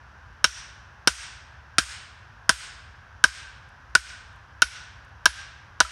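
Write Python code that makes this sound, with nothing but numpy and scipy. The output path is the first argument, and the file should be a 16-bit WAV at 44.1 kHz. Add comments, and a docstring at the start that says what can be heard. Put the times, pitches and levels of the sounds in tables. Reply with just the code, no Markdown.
"""In bare autumn woods, a hammer strikes the back of an axe stuck in a log, nine times.
Each impact gives a steel crack and excites the damped modes of blade, axe head, handle and log;
the ground thuds and the trunks scatter the sound back. Dry leaves tick underfoot over a steady hush,
and the loosened handle knocks once after the last blow. A limiter briefly ducks the woods at each blow."""
import sys
import numpy as np
from scipy import signal
from scipy.fft import rfft, irfft
from scipy.io import wavfile
from scipy.ndimage import uniform_filter1d, minimum_filter1d

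SR = 44100
rng = np.random.default_rng(int(sys.argv[2]) if len(sys.argv) > 2 else 0)


def unload_wav(signal):
    """Save mono or channel-first audio to the path in sys.argv[1] as 16-bit WAV at rate SR, clipped to [-1, 1]."""
    wavfile.write(
        sys.argv[1],
        SR,
        np.round(np.clip(np.atleast_2d(signal).T, -1, 1) * 32767).astype(np.int16),
    )


N = 260788

# modes of the axe handle: pitch_hz, level_db, t60_s
HANDLE_MODES = [(636, -11, 0.041), (803, -17.5, 0.031), (986, -2.5, 0.048), (1256, 0.5, 0.033)]


def amp(db):
    """Decibels to amplitude ratio."""
    return 10 ** (np.asarray(db) / 20)


def unit(x):
    """Normalisation to rms 1."""
    return x / np.sqrt(np.mean(x ** 2) + 1e-20)


def read(points, hz):
    """Linear interpolation over log frequency."""
    f, value = np.transpose(points)
    return np.interp(np.log(hz + 1), np.log(f), value)


def add(mix, start_s, sound):
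    """Superposition of a sound on the mix."""
    part = mix[max(round(start_s * SR), 0):][:len(sound)]
    part += sound[:len(part)]


def noise(spectrum, size):
    """Spectral shaping of white noise, at rms 1."""
    gain = amp(read(spectrum, np.fft.rfftfreq(size, 1 / SR)))
    return unit(irfft(rfft(rng.standard_normal(size)) * gain, size))


def fade(t, t60):
    """Exponential decay: 60 dB in t60 seconds."""
    return np.exp(-np.log(1000) * t / t60)


def ring(modes, t, rise_s, detune=0., sustain=1., rough=0., flutter_hz=170):
    """Damped modes: the spot struck shifts their pitch, grinding wood modulates their phase."""
    out = 0
    lowpass = signal.butter(2, flutter_hz, fs=SR, output="sos")
    for hz, db, t60 in modes:
        turns = hz * (1 + detune * rng.standard_normal()) * t + rng.random()
        wobble = unit(signal.sosfilt(lowpass, rng.standard_normal(len(t))))
        out += amp(db) * fade(t, t60 * sustain) * np.sin(2 * np.pi * turns + rough * wobble)
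    return out * (1 - np.exp(-t / rise_s))


def woods(level_db=-52):
    """Stationary noise: a far-off hush and a low rumble of air."""
    # spectra of hush and rumble: frequency_hz, density_db
    hush = [(150, -5), (300, -10.5), (450, -10.5), (670, -5.5), (1000, 0.5), (1250, -1.5), (1600, 4),
            (2050, -10.5), (2700, -12.5), (4200, -21.5), (5800, -19.5), (7200, -33.5), (9000, -43.5),
            (16000, -70.5)]
    rumble = [(20, -36), (35, -17.5), (50, -2), (62, 4.5), (80, 1.5), (110, -0.5), (160, -15), (240, -24.5),
              (400, -52.5)]
    return amp(level_db) * (noise(hush, N) + noise(rumble, N))


def leaf():
    """Brittle fracture: a dry leaf snaps with a tiny bright tick."""
    t = np.arange(SR // 8) / SR
    return noise([(2000, -20), (6000, -3), (9000, 0), (12000, -5), (16000, -25)], len(t)) * fade(t, .025)


def trunks(t, bright_db, shimmer_db, shimmer_hz=5850, shimmer_width_hz=450):
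    """Multiple scattering: dense echoes from leaves and near trunks, then far ones; treble dies first."""
    # spectrum of the scattered sound: frequency_hz, density_db
    echo_spectrum = [(150, -23), (450, -21.5), (900, -10.5), (1500, 1.5), (2100, -1.5), (3000, -2),
                     (4400, -4), (5600, 2.5), (7400, -5), (8900, 1), (9800, -19.5), (11000, -3.5),
                     (13000, -25.5), (16000, -23)]
    # reverberation time among the trunks: frequency_hz, t60_s
    decay_times = [(500, 0.91), (1500, 1), (3000, 0.99), (5500, 0.72), (8500, 0.55), (12000, 0.21),
                   (16000, .5)]
    hz, frame_s, bands = signal.stft(noise(echo_spectrum, len(t)), SR, nperseg=256)
    colour_db = bright_db * read([(4000, .13), (9000, 1)], hz)
    colour_db += shimmer_db * np.exp(-((hz - shimmer_hz) / shimmer_width_hz) ** 2)
    far = fade(frame_s, read(decay_times, hz)[:, None])
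    near = amp(-1) * fade(frame_s, .27)
    _, tail = signal.istft(bands * amp(colour_db)[:, None] * (far + near), SR, nperseg=256)
    return tail[:len(t)] * (1 - np.exp(-t / .0056))


def ground(t, hz=62, level_db=-24, delay_s=.022, rise_s=.0076, t60=.2):
    """Propagation delay: the log rocks on soft soil and the thud travels slowly through the ground."""
    late = np.maximum(t - delay_s, 0)
    envelope = (1 - np.exp(-late / rise_s)) * fade(late, t60)
    return -amp(level_db) * envelope * np.sin(2 * np.pi * hz * late)


def knock():
    """Weak impact: the loose handle shifts in the eye, setting handle and blade ringing."""
    t = np.arange(SR // 4) / SR
    handle = amp(-10.5) * ring(HANDLE_MODES, t, rise_s=.00069, sustain=4.2)
    return handle + blade(t, 1330, swell_s=.0039, steep=1.2)


def blade(t, hz, swell_s=.0048, steep=5.5, after_db=-8, after_t60=.022):
    """Bending vibration: the note swells for a few cycles, then the gripping wood damps it."""
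    burst = (t / swell_s * np.exp(1 - t / swell_s)) ** steep
    after_ring = amp(after_db) * fade(t, after_t60) * (1 - np.exp(-t / swell_s))
    return (burst + after_ring) * np.sin(2 * np.pi * hz * t)


def by_aim(square, glancing_db, flat_db):
    """Level interpolated between a glancing hit (square = 0) and a flat one (1)."""
    return glancing_db + (flat_db - glancing_db) * square


def log_knock(t, square):
    """Energy transfer: a flatter hit drives the log's heavily damped modes harder."""
    # modes of the log: pitch_hz, level_db, t60_s
    log_modes = [(115, -6, 0.057), (176, -1, .045), (315, 0, .035), (445, -0.5, 0.031), (676, 0.5, .035)]
    return amp(by_aim(square, -19.5, -11.5)) * ring(log_modes, t, rise_s=.0019, detune=.02)


def steel(t, square, clink_db, glancing_below=.2):
    """Free vibration of steel: the axe head clinks; only a glancing hit rings the hammer's head."""
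    # middle and high modes of the axe head, and the hammer's mode: pitch_hz, level_db, t60_s
    clink_modes = [(2240, -10, .065), (2745, -7, .055), (3100, -4, .05), (3810, -3, .045), (4710, -9, .03),
                   (5420, -2, .035), (5650, -2, .035), (6260, -11, .05), (6680, -10, .045)]
    ting_modes = [(7150, -10, .045), (8450, -5, .04), (8760, -2, .02), (8900, -2, .04)]
    hammer_mode = [(10660, 0, .24)]
    clink = amp(clink_db) * ring(clink_modes, t, rise_s=.00021, detune=.003, sustain=.79, rough=.75)
    ting = amp(by_aim(square, -16.5, -5)) * ring(ting_modes, t, rise_s=.00024, detune=.0027, rough=.75)
    hammer = amp(-31.5) * ring(hammer_mode, t, rise_s=.0003, rough=.5)
    return clink + ting + (square < glancing_below) * hammer


def crack(t, bite_s=.014):
    """Broadband impact of steel on steel: a contact tick, a burst as the blade bites, a weaker rattle."""
    # spectrum of burst and rattle: frequency_hz, density_db
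    crack_spectrum = [(150, -13), (500, -7.5), (900, -16.5), (1500, 16.5), (2100, -2.5), (3200, 1.5),
                      (4400, 1), (5600, 5.5), (7400, -14.5), (9000, -23), (10500, -8.5), (12500, -28),
                      (15500, -19.5), (17000, -43)]
    tick_spectrum = [(1500, -24), (5000, 0), (10000, -11.5), (12500, -24.5), (17000, -32.5)]
    tick = amp(5) * noise(tick_spectrum, len(t)) * fade(t, .0052)
    burst = fade(t, .032) / (1 + (t / bite_s) ** 6)
    rattle = amp(-13) * fade(t, .11)
    return tick + noise(crack_spectrum, len(t)) * (burst + rattle)


def blow(square, blade_hz, blade_db, handle_db, clink_db):
    """One hammer blow as direct sound, early reflections and reverberation; the aim sets its timbre."""
    echo_t = np.arange(SR) / SR
    t = echo_t[:SR // 2]
    looseness = 1.05 * amp(.11 * handle_db)  # a louder handle is gripped less and rings longer
    note = amp(blade_db) * blade(t, blade_hz)
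    note += amp(handle_db) * ring(HANDLE_MODES, t, .002, detune=.0036, sustain=looseness, rough=.47)
    direct = note + amp(by_aim(square, -3.5, .5)) * crack(t)
    direct += log_knock(t, square) + steel(t, square, clink_db)
    bright_db = by_aim(square, -9.5, 2.5)  # a flat hit radiates more treble
    shimmer_db = 4 + 1.3 * clink_db  # the echo's shimmer follows the clink
    out = amp(-29.5) * trunks(echo_t, bright_db, shimmer_db)  # the scattered crack
    note_echo = signal.fftconvolve(note, trunks(echo_t, bright_db, shimmer_db))
    add(out, 0, amp(-70.5) * note_echo)
    add(out, 0, direct + ground(t))
    for delay_s, level_db in [(.0035, -17.5), (.0178, -30)]:  # off the ground and a near surface
        add(out, delay_s, amp(level_db) * direct)
    return out


def scene():
    """Superposition of nine blows, a knock and leaf ticks on the quiet woods."""
    # hammer blows: start_s, force_db, squareness (0 to 1), blade_hz, blade_db, handle_db, clink_db
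    blows = [(0.443, -1, .45, 1490, -2, -5, 1.5), (1.0742, 2, 0.79, 1500, -1, -4.5, -3.5),
             (1.7835, 2, 0.74, 1512, -4.5, -20.5, -8), (2.4933, 1, .8, 1530, 1.5, -1.5, -7.5),
             (3.24, 0, .4, 1564, 8, -2.5, -5), (3.9519, -1.5, 0.6, 1503, 6.5, -3, -5.5),
             (4.6201, 0, .1, 1467, 4.5, -9.5, -1.5), (5.2568, 0, .05, 1589, 5, -0.5, -3),
             (5.8035, 2, 0.32, 1472, 0.5, 1, -5)]
    # the handle's knock and the leaf ticks: start_s, level_db
    knocks = [(5.849, -21)]
    leaves = [(3.689, -65), (3.8994, -72), (4.3294, -71), (4.3594, -65), (5.0477, -63), (5.089, -73.5)]
    mix = woods()
    for start_s, force_db, *strike in blows:
        add(mix, start_s, amp(force_db) * blow(*strike))
    for start_s, level_db in knocks:
        add(mix, start_s, amp(level_db) * knock())
    for start_s, level_db in leaves:
        add(mix, start_s, amp(level_db) * leaf())
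    return mix[None]


def limiter(x, ceiling_db=-.6, hold_s=.07, recover_db_per_s=130):
    """Peak limiting: the gain drops at once to meet the ceiling, holds, then recovers."""
    over_db = np.maximum(20 * np.log10(abs(x) + 1e-9) - ceiling_db, 0)
    half = int(hold_s * SR / 2)
    held_db = -minimum_filter1d(-over_db, 2 * half + 1, origin=half, mode="constant")
    recovery_db = np.arange(N) * recover_db_per_s / SR
    duck_db = np.maximum.accumulate(held_db + recovery_db) - recovery_db
    ahead_db = -minimum_filter1d(-duck_db, size=25)  # a short look-ahead rounds the gain step
    return x * amp(-uniform_filter1d(ahead_db, size=25))


def record(dry):
    """Soft saturation in the microphone, peak limiting, then frequency response and band limit."""
    # microphone response: frequency_hz, gain_db
    response = [(10, -30), (25, -7), (45, 0), (11000, 0), (13000, -6), (16500, -7)]
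    headroom, edge_hz = amp(14.5), 16200
    limited = limiter(headroom * np.tanh(dry[0] / headroom))
    gain = amp(read(response, np.fft.rfftfreq(2 * N, 1 / SR)))
    coloured = irfft(rfft(limited, 2 * N) * gain)[:N]
    lowpass = signal.firwin(255, edge_hz, window=("kaiser", 9), fs=SR)
    return signal.oaconvolve(coloured, lowpass, "same")[None]


dry = scene()
out = record(dry)
unload_wav(out)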